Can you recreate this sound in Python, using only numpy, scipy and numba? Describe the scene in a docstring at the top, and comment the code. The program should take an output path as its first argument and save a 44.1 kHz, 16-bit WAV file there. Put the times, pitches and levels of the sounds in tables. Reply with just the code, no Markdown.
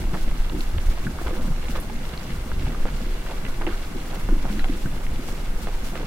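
"""Cattle tear and chew hay a step or two from a small two-port microphone on an open hillside.
From the start, filtered noise makes wind buffets and the soft hiss of the far slope.
Showers of short rings make the jaw's grind and the rustle and steady crunch of hay; strokes and stirs swell.
Dull jaw knocks, each one low ring, start almost at once. A moment later come bites, denser crunching,
and single stalks snapping in small groups of rings. Later, straws tick and the hardest stalks pop."""
import sys
import numpy as np
from scipy import signal
from scipy.io import wavfile
from scipy.ndimage import uniform_filter1d
from numba import njit

SR = 44100
rng = np.random.default_rng(int(sys.argv[2]) if len(sys.argv) > 2 else 0)


def master(y):
    """Save y as 16-bit WAV."""
    cut = np.clip(np.atleast_2d(y).T, -1, 1)
    pcm = np.round(cut * 32767)  # scale
    wavfile.write(sys.argv[1], SR, pcm.astype(np.int16))


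N = 267598  # length [samples]

# Wind pushing on the microphone: (time [s], relative rumble level [dB])
WIND_GUSTS = [(0.0, -21.5), (0.45, -18.5), (0.68, -23.5), (0.88, -17.5), (1.12, -32), (1.48, -17.5),
              (1.66, -29.5), (1.92, -24.5), (2.25, -34), (2.88, -20.5), (3.15, -26), (3.45, -28.5),
              (3.68, -23), (3.85, -29.5), (4.2, -28.5), (4.32, -19.5), (4.6, -24.5), (5.85, -24.5),
              (6.07, -29.5)]
# Puffs of quicker eddies: (start [s], hold [s], relative flutter level [dB])
WIND_PUFFS = [(0.0, 0.041, -26), (0.743, 0.033, -22.5), (0.868, 0.027, -25), (1.13, 0.034, -32),
              (1.266, 0.022, -24.5), (1.362, 0.14, -35), (1.666, 0.11, -34.5), (2.102, 0.071, -35.5),
              (2.327, 0.077, -28), (2.515, 0.15, -24.5), (4.236, 0.041, -24.5), (4.454, 0.31, -35.5),
              (5.113, 0.046, -31)]
FLUTTER_REST_DB = -38.5  # relative level between puffs

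# Colour of the far slope's hiss: (frequency [Hz], relative level per Hz [dB])
SLOPE_COLOUR = [(35, -30), (60, 0), (103, -22), (176, -2.5), (354, -15), (437, -15.5), (2190, -19.5),
                (2460, -28.5), (12000, -30.5), (15900, -48)]
SLOPE_DB = -42  # rms, before the hollows and the ground

# Grinding strokes of the jaw: (start [s], hold [s], level before filtering [dB], pitch [Hz])
JAW_STROKES = [(0.027, 0.03, -34.5, 261), (0.132, 0.034, -32, 246), (0.534, 0.036, -32.5, 292),
               (0.706, 0.053, -37, 161), (1.056, 0.023, -35, 176), (1.226, 0.093, -33, 261),
               (1.422, 0.1, -33.5, 180), (1.697, 0.073, -35, 202), (2.11, 0.3, -39, 180),
               (2.556, 0.19, -36, 180), (3.039, 0.044, -40.5, 258), (3.594, 0.094, -35.5, 288),
               (3.963, 0.024, -37, 234), (4.299, 0.04, -34.5, 228), (4.443, 0.13, -34.5, 208),
               (4.702, 0.026, -33, 238), (4.84, 0.035, -34, 193), (5.178, 0.15, -40.5, 216),
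               (5.944, 0.13, -43.5, 244)]
GRIND_REST_DB, GRIND_REST_HZ = -40.5, 180  # steady grinding, before filtering
# Loose hay stirred: (start [s], hold [s], rustle level [dB])
HAY_STIRS = [(0.0, .33, -50.5), (0.575, 0.045, -45.5), (0.843, 0.045, -45), (1.197, 0.42, -51),
             (1.714, 0.1, -46), (3.48, 0.036, -49), (4.147, 0.1, -46.5), (4.492, 0.18, -49),
             (4.758, 0.025, -44), (5.27, 0.074, -42.5), (5.623, 0.034, -45), (5.773, 0.19, -46.5)]
RUSTLE_REST_DB = -52.5
# Bites, stalks crushed between the molars:
# (start [s], hold [s], thick stalk level before filtering [dB], thin stalk level before filtering [dB])
MOLAR_BITES = [(0.139, 0.027, -36, -47), (1.19, 0.083, -41.5, -53), (1.261, 0.049, -35.5, -43),
               (1.327, 0.15, -40.5, -67), (1.634, 0.11, -45, -53.5), (1.749, 0.043, -35, -43.5),
               (2.096, 0.042, -44, -44), (2.17, 0.025, -57, -49), (2.292, 0.032, -48, -49.5),
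               (2.615, 0.16, -42.5, -54), (2.87, 0.021, -41.5, -52), (3.262, 0.09, -44.5, -54),
               (3.454, 0.02, -52, -52), (3.485, 0.027, -39, -62), (3.62, 0.025, -39, -60),
               (3.671, 0.024, -37, -46), (3.697, 0.044, -45, -51), (4.109, 0.061, -38.5, -49),
               (4.438, 0.065, -38, -51), (4.563, 0.1, -50, -52), (5.285, 0.054, -44, -56),
               (5.67, .02, -40, -69), (5.927, 0.086, -39.5, -52)]
THICK_REST_DB, THIN_REST_DB = -45.5, -47  # steady chewing, before filtering
LOUD_SHARE = 0.985  # under 1 keeps a random grain from towering over the rest

# Jaw knocks: (time [s], size before filtering [dB], pitch [Hz], time to fade 60 dB [s])
JAW_KNOCKS = [(0.022, -27.5, 201, 0.1), (0.132, -17, 157, 0.038), (0.275, -21, 211, 0.037),
              (1.063, -17, 142, 0.056), (2.132, -23.5, 152, 0.085), (2.46, -25.5, 222, 0.065),
              (2.847, -28, 199, 0.13), (3.067, -29, 188, 0.081), (3.669, -22, 335, 0.095),
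              (3.958, -16, 246, 0.025), (4.288, -21, 200, 0.04), (4.5, -24, 207.3, 0.34),
              (4.696, -20, 270, 0.1), (4.855, -14, 150, 0.035), (5.193, -24, 248, 0.051)]

# Single stalks breaking: (time [s], woody ring size [dB], woody ring pitch [Hz],
# crack size before filtering [dB], crack pitch [Hz])
STALK_SNAPS = [(0.142, -31, 1380, -26, 2050), (0.313, -36.5, 1100, -29.5, 2130),
               (0.447, -45, 990, -28, 2680), (0.497, -36, 1010, -24.5, 3900), (0.607, -42, 510, -20, 4270),
               (0.783, -32, 530, -22.5, 3100), (0.975, -33.5, 685, -36, 2000),
               (1.068, -25.5, 1500, -34, 2080), (1.1875, -32, 1150, -35, 1300),
               (1.214, -31, 700, -41, 1500), (1.27, -28.5, 1000, -36, 2800), (1.281, -32, 890, -30, 2200),
               (1.309, -29, 515, -37, 2000), (1.684, -37, 800, -26, 2400), (1.76, -28, 1170, -28, 3520),
               (1.898, -31.5, 840, -32, 2200), (2.053, -44, 1000, -26, 4200), (2.176, -39, 503, -23, 4230),
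               (2.5165, -36, 1000, -23, 1500), (2.667, -31.5, 775, -34, 1980),
               (2.747, -35.5, 1210, -31, 1500), (2.8544, -28.5, 500, -34, 1600),
               (2.861, -26, 523, -39, 1000), (3.313, -32.5, 920, -31, 2780), (3.4515, -37, 2000, -26, 2700),
               (3.465, -38, 2000, -27, 2680), (3.6125, -31, 890, -25, 2000),
               (3.6185, -30, 930, -26.5, 3000), (3.6672, -27, 800, -18, 2670),
               (3.6735, -33, 720, -20, 2370), (3.709, -37, 1200, -37, 1700), (3.725, -32, 1240, -41, 2000),
               (3.744, -34, 1520, -41, 1700), (4.289, -27.5, 513, -33, 1500),
               (4.453, -29.5, 715, -47, 2800), (4.5936, -33, 4040, -19.5, 1900),
               (4.601, -33, 1400, -42, 1990), (4.6435, -29, 775, -20, 2750), (4.651, -36, 760, -40, 1400),
               (4.858, -33, 1530, -45, 2430), (5.0665, -42, 1910, -25.5, 2220),
               (5.285, -33.5, 760, -36, 2220), (5.672, -35, 720, -43, 1800), (5.955, -29.5, 520, -21, 2070),
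               (6.03, -29, 440, -40, 1500)]
# Thin dry straws ticking: (time [s], size [dB], pitch [Hz])
STRAW_TICKS = [(0.859, -37, 7420), (1.6906, -38, 6820), (1.801, -28, 10700), (2.2323, -36, 5780),
               (2.9217, -40, 6770), (5.2764, -36, 5760), (5.321, -34, 5890)]
# Hard stalks popping: (time [s], size before filtering [dB], pitch [Hz])
STALK_POPS = [(2.8548, -10.5, 895), (3.619, -13, 1300), (3.6731, -17, 1150), (4.2884, -13, 1100),
              (5.672, -11.5, 1100)]

# Hollows of mouth and skull: (centre [Hz], width [Hz], boost or cut [dB])
MOUTH_HOLLOWS = [(360.3, 69, 7.5), (443, 108, -3), (498, 16.6, 6), (1220, 154, 2)]
GROUND_MS, GROUND_DB = 1.423, -15  # delay and gain of the echo, before its filter
OFFSET, TOP_HZ = -0.0094, 15780  # the converter's shift off zero and its upper limit


def undb(db):
    """Turn decibels into a gain."""
    return 10 ** (np.asarray(db) / 20)


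def level(x, db):
    """Scale a sound to a given rms level."""
    return x * undb(db) / np.sqrt(np.mean(x ** 2))


def band(x, lo_hz, hi_hz, order=2):
    """Keep the part of a sound between two frequencies."""
    edges = [lo_hz, min(hi_hz, 0.45 * SR)]
    return signal.sosfilt(signal.butter(order, edges, "bandpass", fs=SR, output="sos"), x)


def walk(rate):
    """Random values held 1 / rate seconds and smoothed twice; spread near 1."""
    k = int(SR / rate)
    steps = np.repeat(rng.standard_normal(N // k + 1), k)
    return 1.3 * uniform_filter1d(uniform_filter1d(steps, k), k)[:N]


def swells(start, hold, db, rise_s, fall_s):
    """Power of each event over time: it rises 10 dB in rise_s, holds, and falls 10 dB in fall_s."""
    t = np.arange(0, N, 32) / SR - start[:, None]  # one value per 32 samples
    before = np.maximum(-t / rise_s, 0)
    after = np.maximum((t - hold[:, None]) / fall_s, 0)
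    power = undb(2 * (db[:, None] - 10 * (before + after)))
    return np.repeat(power, 32, axis=1)[:, :N]


def gain(power, rest_db):
    """Events add their power to a steady level; the summed gain is smoothed."""
    return uniform_filter1d(np.sqrt(power.sum(axis=0) + undb(2 * rest_db)), size=64)


@njit
def ring(s, hz, t60, size, lag_s, tilt):
    """Each grain is a fading sine that reaches the left port lag_s after the right one."""
    out = np.zeros((2, N))
    for k in range(len(s)):
        rate = complex(-np.log(1000) / t60[k], 2 * np.pi * hz[k])
        turn = np.exp(rate / SR)  # one sample of turning and fading
        for c in range(2):
            t = (s[k] + (lag_s[k] if c == 0 else 0.)) * SR
            first = int(np.ceil(t))
            port_size = size[k] * (tilt[k] if c == 0 else 1 / tilt[k])
            z = port_size * np.exp(rate * (first - t) / SR)  # the start may fall between samples
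            for j in range(max(first, 0), min(first + int(t60[k] * SR), N)):
                out[c, j] += z.imag
                z *= turn
    return out


def heard(s, hz, t60, size, lag_ms=0.0735, spread_ms=0.073, pan_db=-2.5, spread_db=4.0):
    """Grains reach the right port first on average, each from its own spot; negative pan is louder right."""
    lag_spot, pan_spot = rng.standard_normal((2, len(s)))
    lag_s = (lag_ms + spread_ms * lag_spot) / 1000
    tilt = undb((pan_db + spread_db * pan_spot) / 2)
    return ring(s, np.clip(hz, 20, 0.45 * SR), t60, size, lag_s, tilt)


def grains(count, hz, octaves, cycles, scatter_db, clump_db, clump_rate, **where):
    """A dense random shower of short rings in clumps, pitched round hz, rms 1; each fades 60 dB in cycles."""
    when, detune, loudness, sign = rng.random((4, count))
    at = (when * (N - 1)).astype(int)
    pitch = (hz + np.zeros(N))[at] * 2 ** (octaves * (detune - 0.5))
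    scatter = -scatter_db * np.log(1 - LOUD_SHARE * loudness)
    clumps = clump_db * np.tanh(walk(clump_rate)[at])
    size = np.sign(sign - 0.5) * undb(scatter + clumps)
    return level(heard(when * N / SR, pitch, cycles / pitch, size, **where), 0)


def splinters(s, db, hz, t60, span_s, octaves, count, below=0.36):
    """A break comes in a few splinters within milliseconds, spread over a range round its pitch."""
    rank = np.tile(np.arange(count), len(s))
    s, db, hz, octaves = np.repeat([s, db, hz, octaves + np.zeros(len(s))], count, axis=1)
    delay, detune, sign = rng.random((3, len(s)))
    later = rank > 0  # the first splinter is the strongest and keeps the given pitch
    step = later * ((rank - detune) / (count - 1) - below)
    size = np.where(later, np.sign(sign - 0.7), -1) * undb(db - 9.0 * later)
    when = s + later * span_s * delay ** 2
    return heard(when, hz * 2 ** (octaves * step), np.full(len(s), t60), size, spread_db=-1.5)


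def wind():
    """Eddies push both ports nearly alike: a deep rumble and a quicker flutter that comes in puffs."""
    s, db = np.transpose(WIND_GUSTS)
    rumble_gain = undb(np.interp(np.arange(N) / SR, s, db))
    puffs = swells(*np.transpose(WIND_PUFFS), rise_s=0.017, fall_s=0.033)
    flutter_gain = gain(puffs, FLUTTER_REST_DB)
    slow, mid, side, fast = rng.standard_normal((4, N))
    rumble = level(band(slow, 4.5, 16.2), -4.5) + level(band(mid, 13.5, 27.1), -0.62)
    flutter = level(band(fast, 31.2, 76.0) * undb(walk(20)), -0.99)
    apart = level(band(side, 5.4, 38), -25.0) * np.array([[1], [-1]])  # opposite in the two ports
    port_gain = undb([[-0.2], [0.2]])
    return (rumble_gain * (rumble + apart) + flutter_gain * flutter) * port_gain


def slope():
    """Grass and bushes hiss in half-octave bands that flicker alone; the ports differ less in the bass."""
    out = 0
    colour_hz, colour_db = np.transpose(SLOPE_COLOUR)
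    for hz in 120 * 2 ** np.arange(0, 7.2, 0.5):
        mid, side = band(rng.standard_normal((2, N)), hz / 1.13, hz * 1.36, order=1)
        db = np.interp(np.log(hz), np.log(colour_hz), colour_db)
        flicker_db = 0.8 * walk(9)
        width = min(hz / 720.0, 1.1)
        out = out + undb(db + flicker_db) * (mid + width * side * np.array([[1], [-1]]))
    return level(out, SLOPE_DB)


def grinding():
    """The jaw bones carry a dull grind: low rings that swell with each stroke."""
    s, hold, db, hz = np.transpose(JAW_STROKES)
    strokes = swells(s, hold, db, rise_s=0.023, fall_s=0.04)
    grind_gain = gain(strokes, GRIND_REST_DB)
    # the louder stroke sets the pitch
    grind_hz = GRIND_REST_HZ + (hz - GRIND_REST_HZ) @ strokes / grind_gain ** 2
    grind = grains(count=2400, hz=grind_hz, octaves=1.22, cycles=18.0, scatter_db=3.5,
                   clump_db=4.5, clump_rate=25, spread_ms=0.24, spread_db=0.5, pan_db=-0.5)
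    return grind_gain * band(grind, 101, 510)  # flesh and bone dull the onsets


def rustling():
    """Dry leaves of loose hay rustle in tiny high rings, louder when stirred."""
    stirs = swells(*np.transpose(HAY_STIRS), rise_s=0.06, fall_s=0.035)
    rustle = grains(count=36000, hz=9000, octaves=2.8, cycles=0.99, scatter_db=1.5,
                    clump_db=6.5, clump_rate=50, spread_ms=0.15, pan_db=0.5)
    return gain(stirs, RUSTLE_REST_DB) * rustle


def crunching():
    """Stalks crunch between the molars: thick ones ring lower and longer than thin ones."""
    s, hold, thick_db, thin_db = np.transpose(MOLAR_BITES)
    rise_s, fall_s = 0.0069, 0.0087
    thick_gain = gain(swells(s, hold, thick_db, rise_s, fall_s), THICK_REST_DB)
    thin_gain = np.sqrt(swells(s, hold, thin_db, rise_s, fall_s).sum(axis=0))
    thick = grains(count=5000, hz=884, octaves=2.224, cycles=11.9, scatter_db=1.85,
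                   clump_db=2.0, clump_rate=40)
    thin = grains(count=7000, hz=2850, octaves=1.67, cycles=6, scatter_db=1.5,
                  clump_db=4.5, clump_rate=60)
    # flesh and bone dull the onsets of the thick stalks
    thick_crunch = thick_gain * band(thick, 335, 3900, order=1)
    steady_thin = undb(THIN_REST_DB) * band(thin, 1580, 6400, order=1)
    bitten_thin = thin_gain * band(thin, 610, 5100)  # a closed mouth muffles the bites
    return thick_crunch + steady_thin + bitten_thin


def knocks():
    """Teeth meet and the skull rings low, fading quickly; the soft push dulls the onset."""
    s, db, hz, t60 = np.transpose(JAW_KNOCKS)
    return band(heard(s, hz, t60, undb(db), spread_db=-3.5, pan_db=1.5), 82, 470, order=1)


def snaps():
    """A breaking stalk gives a woody ring and a broad crack made of several splinters."""
    s, db, hz, crack_db, crack_hz = np.transpose(STALK_SNAPS)
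    woody = splinters(s, db, hz, t60=0.035, span_s=0.00406, octaves=np.log2(2000 / hz),
                      count=6, below=0.22)
    crack = splinters(s, crack_db, crack_hz, t60=0.005, span_s=0.00301, octaves=1.33,
                      count=8, below=0.69)
    return woody + band(crack, 530, 4300)


def ticks():
    """Thin dry straws only tick: very short, high splinters."""
    s, db, hz = np.transpose(STRAW_TICKS)
    return splinters(s, db, hz, t60=0.0052, span_s=0.015, octaves=0.77, count=16)


def pops():
    """The hardest stalks pop in one dry pulse that fades within two cycles."""
    s, db, hz = np.transpose(STALK_POPS)
    return band(heard(s, hz, 1.9 / hz, -undb(db), spread_db=1.5), 200, 3500, order=1)


def hollows(x):
    """Each hollow of mouth and skull lifts or swallows a band; here it colours the slope's hiss too."""
    for hz, width, db in MOUTH_HOLLOWS:
        x = x + (undb(db) - 1) * signal.lfilter(*signal.iirpeak(hz, hz / width, SR), x)
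    return x


def ground(x):
    """The trodden earth returns the middle tones a moment late."""
    delay = round(GROUND_MS * SR / 1000)
    late = np.pad(band(x, 1640, 4200, order=1), ((0, 0), (delay, 0)))[:, :N]
    return x + undb(GROUND_DB) * late


def scene():
    """All sources at the two ports; the wind acts on the microphone itself, without hollows or ground."""
    chewing = grinding() + rustling() + crunching()
    breaks = snaps() + ticks() + pops()
    return wind() + ground(hollows(slope() + chewing + knocks() + breaks))


def record(dry):
    """The converter sits slightly off zero and cuts the top."""
    return signal.sosfilt(signal.ellip(10, 0.2, 80, TOP_HZ, fs=SR, output="sos"), dry + OFFSET)


dry = scene()
out = record(dry)
master(out)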